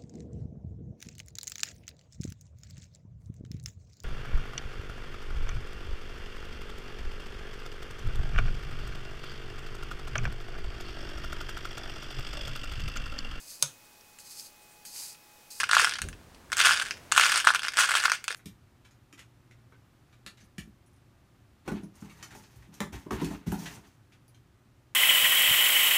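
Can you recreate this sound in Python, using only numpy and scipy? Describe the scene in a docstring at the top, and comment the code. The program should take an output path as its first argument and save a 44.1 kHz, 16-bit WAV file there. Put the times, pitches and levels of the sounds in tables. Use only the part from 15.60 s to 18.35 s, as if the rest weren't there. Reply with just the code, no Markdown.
"""Pearl beads stirred in a small box

Fingers rummage through pearl beads in a small plastic box, held over a table in a small room.
Each contact is a short dying tone (the knock of the box) plus filtered noise bursts (the tick of the beads).
Single clicks stand out of a dense random rattle that follows the strokes; box and room ring on briefly.
Low noise makes the rubbing fingers and the quiet background, and a hand bumps the table once."""
import sys
import numpy as np
from scipy import signal
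from scipy.fft import rfft, irfft, next_fast_len
from scipy.io import wavfile

SR = 44100
rng = np.random.default_rng(int(sys.argv[2]) if len(sys.argv) > 2 else 0)


def to_wav(s):
    """Save 16-bit WAV."""
    ch = np.atleast_2d(s).T  # columns
    pcm = np.round(np.clip(ch, -1, 1) * 32767)  # PCM
    wavfile.write(sys.argv[1], SR, pcm.astype(np.int16))


N = 121275
TIME = np.arange(N) / SR

# single bead clicks; brightness is the high part of the tick against its low part:
# start_s, knock_level_db, tick_level_db, brightness_db
BEAD_CLICKS = [(0.0331, -20.5, -34, -1), (0.0393, -26, -32, -14), (0.091, -33, -35.5, -5),
               (0.094, -23, -38, -1), (0.1128, -19.5, -25, -5), (0.1323, -14.5, -27, -4),
               (0.1459, -19, -41, -8), (0.1502, -25, -23.5, -3.5), (0.1676, -9.5, -28.5, -14),
               (0.1821, -24, -27, -11), (0.1962, -15.5, -26, -5.5), (0.2168, -22, -30, -1),
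               (0.2455, -16, -22.5, -3), (0.272, -21, -42, -5), (0.2943, -34, -30.5, -2.5),
               (0.3107, -34, -35.5, -8), (0.3222, -32, -39, -7), (0.3376, -43, -34.5, -10),
               (0.356, -35, -40, -13), (0.3861, -53, -39, -7), (0.389, -31, -43, -6),
               (0.4178, -31.5, -29.5, 2.5), (0.4407, -42.5, -49, -5), (0.487, -40, -41.5, 7),
               (0.5291, -47.5, -52.5, -11), (0.747, -64, -55.5, -5), (0.9011, -46, -57, -3),
               (0.9193, -28.5, -32.5, -3), (0.9283, -24, -33, -6), (0.9311, -33, -30, -3.5),
               (0.9687, -28, -31, 9), (0.9805, -34, -29, 4), (0.9987, -31, -28, -4),
               (1.0036, -20, -27, -13), (1.0133, -28, -23, -11), (1.0271, -26, -30.5, -10),
               (1.0484, -20.5, -25.5, -10), (1.0558, -22, -22, -1), (1.0642, -22.5, -27, 5),
               (1.0699, -18, -25, -8), (1.0859, -26, -43, -2), (1.0923, -17.5, -36, 0),
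               (1.1091, -17, -29.5, -15.5), (1.1203, -25, -32, -12), (1.1338, -27, -29.5, -9),
               (1.1736, -30, -32, -8), (1.1987, -26.5, -30, -8.5), (1.216, -29.5, -49, 1),
               (1.2225, -31, -36.5, 5), (1.3087, -30, -32.5, -12.5), (1.5166, -34.5, -33, -7),
               (1.5212, -16.5, -20.5, 2.5), (1.5629, -20, -30, -3), (1.5704, -29, -26, 4),
               (1.5778, -10.5, -18, -4), (1.5969, -14.5, -23, -2), (1.6116, -23, -21, -10),
               (1.6218, -22, -29, -7), (1.6325, -24, -26.5, -10), (1.6365, -22.5, -26.5, -8),
               (1.6464, -25, -27, -8), (1.6565, -22, -29, -5), (1.6639, -22.5, -26.5, -2),
               (1.6963, -24, -30, -5), (1.7192, -25, -25.5, -3), (1.7225, -21.5, -26.5, -8),
               (1.7586, -22.5, -25.5, 0), (1.776, -26, -25, 4), (1.7939, -31, -33, -9),
               (1.8011, -35, -29, -4), (1.807, -30, -36, 6), (1.8446, -27.5, -38, -9),
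               (1.8492, -23.5, -34.5, 8), (1.8696, -24, -30, -1), (1.8719, -6.5, -22.5, -8),
               (1.8797, -25, -31, -15), (1.888, -17, -30, -11), (1.8935, -21, -33, -12),
               (1.9042, -14, -33.5, 3), (1.9375, -28, -35, -2), (1.9478, -20, -28, 0),
               (1.9537, -27, -32, -1), (1.9588, -24.5, -37, -13), (1.9935, -32.5, -34, -8),
               (2.0198, -33.5, -41, -7), (2.0326, -31, -33.5, -6), (2.0444, -31, -38.5, -14),
               (2.0494, -27.5, -37, -10), (2.0708, -30, -43, -14), (2.0834, -25, -31.5, -11),
               (2.1711, -24, -26, -2), (2.1817, -22, -30, -7), (2.1888, -16.5, -28, 7),
               (2.1961, -42, -28.5, 10), (2.1993, -20.5, -28, 0), (2.2419, -21.5, -39, 1),
               (2.2481, -24.5, -33, 3), (2.2905, -24.5, -31, -4), (2.2947, -25, -32, -2),
               (2.3088, -21, -30, -1), (2.3168, -23, -28, -7), (2.3402, -21.5, -35, -6),
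               (2.3522, -16, -25, -8.5), (2.3713, -22.5, -31, -1), (2.4383, -22.5, -29, 0),
               (2.4531, -18.5, -30, -6), (2.4559, -14, -25, -4.5), (2.4806, -21.5, -45, -5),
               (2.4978, -25, -29.5, -5), (2.5183, -17, -25, -3.5), (2.5315, -41, -40, -10),
               (2.6417, -39, -37, 0.5), (2.6807, -26, -27.5, -5), (2.7055, -30, -39.5, -9),
               (2.7466, -36, -39, -6)]
# strength of the stirring, one curve for each spell of rummaging: time_s, level_db
STIRRING_SPELLS = [
    [(0, -19), (.02, -39.5), (.085, -46), (.115, -31), (.15, -27), (.21, -24), (.26, -29.5), (.33, -41),
     (.40, -49), (.45, -52)],
    [(.925, -51.5), (.965, -33.5), (1.0, -19.5), (1.03, -27), (1.062, -14.5), (1.085, -23), (1.13, -23.5),
     (1.185, -34), (1.23, -31), (1.28, -43.5), (1.33, -42.5), (1.39, -56)],
    [(1.522, -47), (1.545, -29.5), (1.6, -23), (1.665, -21), (1.71, -29.5), (1.77, -22.5), (1.83, -40.5),
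     (1.88, -29), (1.92, -40), (1.96, -27), (2.005, -56), (2.05, -34.5), (2.105, -50), (2.13, -36),
     (2.165, -38)],
    [(2.168, -26), (2.2, -18.5), (2.22, -23), (2.245, -24), (2.275, -33.5), (2.325, -25), (2.385, -24.5),
     (2.425, -31.5), (2.445, -27), (2.49, -42.5), (2.54, -28.5), (2.59, -62)],
    [(2.69, -46), (2.715, -30), (2.75, -37.5)],
]
# tone colour of the box knock: pitch_hz, level_db
KNOCK_COLOUR = [(150, -31.5), (330, -16.5), (650, -6), (900, -2.5), (1450, 4), (1680, 3), (1950, -3.5),
                (3000, 0.5), (6000, -12)]
# tone colour of the lower part of the tick: pitch_hz, level_db
CLACK_COLOUR = [(300, -30.5), (1200, -14), (2100, 1), (2750, 1), (3500, -0.5), (3950, -6), (4600, -4.5),
                (5800, -8), (9000, -45), (16000, -65)]
# tone colour of the higher part of the tick: pitch_hz, level_db
SNAP_COLOUR = [(500, -37), (3000, -37), (5200, -4.5), (6600, 2), (7500, -0.5), (8200, 3), (9300, 0.5),
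               (10500, -7.5), (13000, -17.5), (16000, -25)]
# ringing tones of the box, levels before BOX_DB; decay is the time to fall by 60 dB:
# pitch_hz, level_db, decay_s
BOX_TONES = [(810, -55, .08), (1058, -54, .07), (1225, -60, .06), (1442, -48, .09), (1560, -54, .06),
             (1705, -51, .08), (2120, -45, .1), (2435, -51, .08), (2555, -51, .07), (2716, -46, .08),
             (2885, -48, .08), (3610, -49, .07), (4245, -49, .08), (4488, -46, .1)]
# tone colour of the reflections: pitch_hz, level_db
ROOM_COLOUR = [(200, -7), (900, -1.5), (1500, -6), (2600, 2.5), (5000, 3.5), (9000, -3), (16000, 4.5)]
# fingertip taps on the wall of the box: start_s, level_db
FINGER_TAPS = [(0.2241, -34.5), (2.7042, -42.5)]
# tone colour of fingers rubbing among the beads: pitch_hz, level_db
RUB_COLOUR = [(100, -14.5), (250, -13), (420, 1.5), (800, 3.5), (1200, -1), (3000, -31)]
# ringing tones of the table top; decay is the time to fall by 60 dB: pitch_hz, level_db, decay_s
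TABLE_TONES = [(39.7, -46, 0.8), (55, -31, 0.22), (78.8, -34.5, 0.3), (135, -45, 0.2), (161.6, -43, 0.27)]
# strength of the noise in the table bump: time_s, level_db
BUMP_LEVEL = [(.39, -88), (.418, -45), (.45, -39.5), (.49, -46.5), (.54, -49), (.59, -58), (.75, -62),
              (.95, -65)]
# tone colour of that noise: pitch_hz, level_db
BUMP_COLOUR = [(10, -22), (28, -8), (42, 2.5), (78, -3.5), (100, -8), (150, -6.5), (240, -11), (400, -16.5),
               (700, -26.5), (2000, -58)]
# strength of the background: time_s, level_db
BACKGROUND_LEVEL = [(0, -55.5), (.9, -55.5), (1.45, -51.5), (1.6, -54), (1.93, -58), (2.4, -60),
                    (2.76, -62.5)]
# tone colour of the background: pitch_hz, level_db
BACKGROUND_COLOUR = [(15, -10), (35, 0), (60, -1), (105, 2), (150, -2.5), (260, -4), (600, -8),
                     (1500, -11.5), (3000, -18), (8000, -22.5), (16000, -30.5)]

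REFERENCE_DB = -25  # the level at which the pitch and rate settings below hold
CONTACT_S = .0025   # contact levels are rms over this time
# the knock: middle pitch, random spread, time to its peak; heavier blows sound a little lower
KNOCK_HZ, KNOCK_SPREAD_OCT, KNOCK_RISE_S = 1489, 0.071, 0.00038
HEAVY_DROP_OCT_PER_DB = 0.0118
TICK_DECAY_S = 0.00074  # time to fall to about a third
# the rattle: its rate, and how much of the stirring's swing (in dB) the rate follows
CONTACTS_PER_S, CONTACTS_FOLLOW = 420, .5
RATTLE_KNOCK_DB, RATTLE_TICK_DB, RATTLE_BRIGHT_DB = -6, -9.5, -3.5
SIZE_SPREAD_DB, COLOUR_SPREAD_DB = 2.5, 1
BOX_DB = -7.5
# reflections: levels, times to fall by 60 dB, and the wait before the first one
EARLY_DB, EARLY_T60_S, ROOM_DB, ROOM_T60_S, FIRST_ECHO_S = -5, 0.04, -10, 0.25, 0.0023
# rubbing: its level at the reference, and its share of the stirring's swing
RUB_DB, RUB_FOLLOWS = -50.5, 0.73
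TAP_HZ, TAP_RISE_S = 471, 0.0019
BUMP_S, BUMP_RISE_S = .439, 0.005  # start and softness of the table's ringing
CLIP_TOP = 2        # loudest possible amplitude before the treble cut
CUTOFF_HZ = 15800


def from_db(db):
    """Turn decibels into a plain gain."""
    return 10 ** (np.asarray(db) / 20)


def unit_energy(x):
    """Scale each row so that its squares add up to 1."""
    return x / np.sqrt(np.sum(x ** 2, axis=-1, keepdims=True) + 1e-20)


def coloured(x, points):
    """Filter each row through (Hz, dB) points, with no sound ahead of its cause (minimum phase)."""
    length = x.shape[-1]
    size = 2 * next_fast_len(length)
    hz, db = np.transpose(points)
    grid_hz = np.maximum(np.arange(size // 2 + 1) * SR / size, 1)
    gain = from_db(np.interp(np.log(grid_hz), np.log(hz), db))
    # folding the cepstrum (the spectrum of the log gain) forward gives the minimum phase
    cepstrum = irfft(np.log(gain))
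    cepstrum[1:size // 2] *= 2
    cepstrum[size // 2 + 1:] = 0
    response = np.exp(rfft(cepstrum))
    return irfft(rfft(x, size) * response)[..., :length]


def noise(points):
    """Coloured noise with an rms of 1."""
    return unit_energy(coloured(rng.standard_normal(N), points)) * np.sqrt(N)


def level_db(curve):
    """A level curve in time, practically silent outside its span."""
    return np.interp(TIME, *np.transpose(curve), left=-120, right=-120)


def stirring_db():
    """How hard the fingers stir: the strongest spell at each moment."""
    return np.max([level_db(curve) for curve in STIRRING_SPELLS], axis=0)


def beads(count=7):
    """Contacts are dealt to several places in the box, each with reflections of its own."""
    rows = np.vstack([BEAD_CLICKS, rattle()])
    places = [room(contacts(rows[k::count])) for k in range(count)]
    return box(sum(places))


def rattle(count=6000):
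    """Rows of random small contacts, thicker and stronger as the fingers push harder."""
    place, luck = rng.random((2, count))
    size, knock, tick, bright = np.clip(rng.standard_normal((4, count)), -2, 2)
    at = ((np.arange(count) + place) * (N - 1) / count).astype(int)
    stir_db = stirring_db()[at]
    rate = CONTACTS_PER_S * from_db(CONTACTS_FOLLOW * (stir_db - REFERENCE_DB))
    # more contacts share the same power, so each one is weaker
    db = stir_db - 10 * np.log10(rate * CONTACT_S) + SIZE_SPREAD_DB * (size - .5)
    knock_db = db + RATTLE_KNOCK_DB + COLOUR_SPREAD_DB * knock
    tick_db = db + RATTLE_TICK_DB + COLOUR_SPREAD_DB * tick / 2
    bright_db = RATTLE_BRIGHT_DB + COLOUR_SPREAD_DB * bright
    rows = np.column_stack([at / SR, knock_db, tick_db, bright_db])
    # chance silences contacts until the wanted rate is left
    silenced = luck > rate * N / SR / count
    rows[silenced, 1:3] = -150
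    return rows


def contacts(rows, size=256):
    """Each contact: a few cycles of box knock at its own pitch, and a tick of lower clack and higher snap."""
    s, knock_db, tick_db, bright_db = np.transpose(rows)[:, :, None]
    t = np.arange(size) / SR
    chance = rng.standard_normal((len(rows), 2 * size + 1))
    # the last column picks the pitch, the others are the noise of clack and snap
    spread_oct = KNOCK_SPREAD_OCT * np.tanh(chance[:, -1:])
    drop_oct = HEAVY_DROP_OCT_PER_DB * (knock_db - REFERENCE_DB)
    hz = KNOCK_HZ * 2 ** (spread_oct - drop_oct)
    tone = -t * np.exp(-t / KNOCK_RISE_S) * np.sin(2 * np.pi * hz * t)
    knock = unit_energy(coloured(tone, KNOCK_COLOUR))
    burst = np.exp(-t / TICK_DECAY_S)
    clack = unit_energy(coloured(chance[:, :size] * burst, CLACK_COLOUR))
    snap = unit_energy(coloured(chance[:, size:-1] * burst, SNAP_COLOUR))
    waves = (from_db(knock_db) * knock
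             + from_db(tick_db - bright_db / 2) * clack
             + from_db(tick_db + bright_db / 2) * snap)
    # add every wave at its own start
    at = np.maximum(s * SR, 0).astype(int) + np.arange(size)
    return np.bincount(at.ravel(), waves.ravel(), N)[:N] * np.sqrt(CONTACT_S * SR)


def box(x):
    """The walls of the box ring on after each contact, as a sum of dying tones."""
    t = TIME[:SR // 4]
    ringing = sum(from_db(db - 60 * t / t60) * np.cos(2 * np.pi * hz * t)
                  for hz, db, t60 in BOX_TONES)
    return x + from_db(BOX_DB) * signal.fftconvolve(x, ringing)[:N]


def room(x):
    """Quick reflections from box, hands and table, then the tail of the room, both of dying noise."""
    t = TIME[:SR // 2]
    early, late = rng.standard_normal((2, len(t))) * (t > FIRST_ECHO_S)
    early = unit_energy(early * from_db(-60 * t / EARLY_T60_S))
    late = unit_energy(late * from_db(-60 * t / ROOM_T60_S))
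    response = from_db(EARLY_DB) * early + from_db(ROOM_DB) * late
    return x + signal.fftconvolve(x, coloured(response, ROOM_COLOUR))[:N]


def fingers():
    """Dull rubbing under the rattle, and soft hollow taps on the wall of the box."""
    rub_db = RUB_DB + RUB_FOLLOWS * (stirring_db() - REFERENCE_DB)
    rub = from_db(rub_db) * noise(RUB_COLOUR)
    s, db = np.transpose(FINGER_TAPS)[:, :, None]
    age = np.maximum(TIME - s, 0)
    swell = age / TAP_RISE_S * np.exp(1 - age / TAP_RISE_S)
    taps = from_db(db) * swell * np.sin(2 * np.pi * TAP_HZ * age)
    return rub + room(taps.sum(axis=0))


def bump():
    """A soft thud of a hand on the table: the top rings low and dies into a faint rumble."""
    age = np.maximum(TIME - BUMP_S, 0)
    top = sum(from_db(db - 60 * age / t60) * np.sin(2 * np.pi * hz * age)
              for hz, db, t60 in TABLE_TONES)
    soft_start = 1 - np.exp(-age / BUMP_RISE_S)
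    rumble = from_db(level_db(BUMP_LEVEL)) * noise(BUMP_COLOUR)
    return top * soft_start + rumble


def background():
    """Quiet, mostly low noise whose level drifts slowly."""
    db = np.interp(TIME, *np.transpose(BACKGROUND_LEVEL))
    return from_db(db) * noise(BACKGROUND_COLOUR)


def scene():
    """Beads, fingers and the bump on the table, over a quiet background, in one channel."""
    return (beads() + fingers() + bump() + background())[None]


def record(dry):
    """The hardest clicks are rounded off and the highest treble is cut."""
    rounded = dry / (1 + (dry / CLIP_TOP) ** 4) ** .25
    treble_cut = signal.ellip(10, .1, 70, CUTOFF_HZ, fs=SR, output="sos")
    return signal.sosfilt(treble_cut, rounded)


dry = scene()
out = record(dry)
to_wav(out)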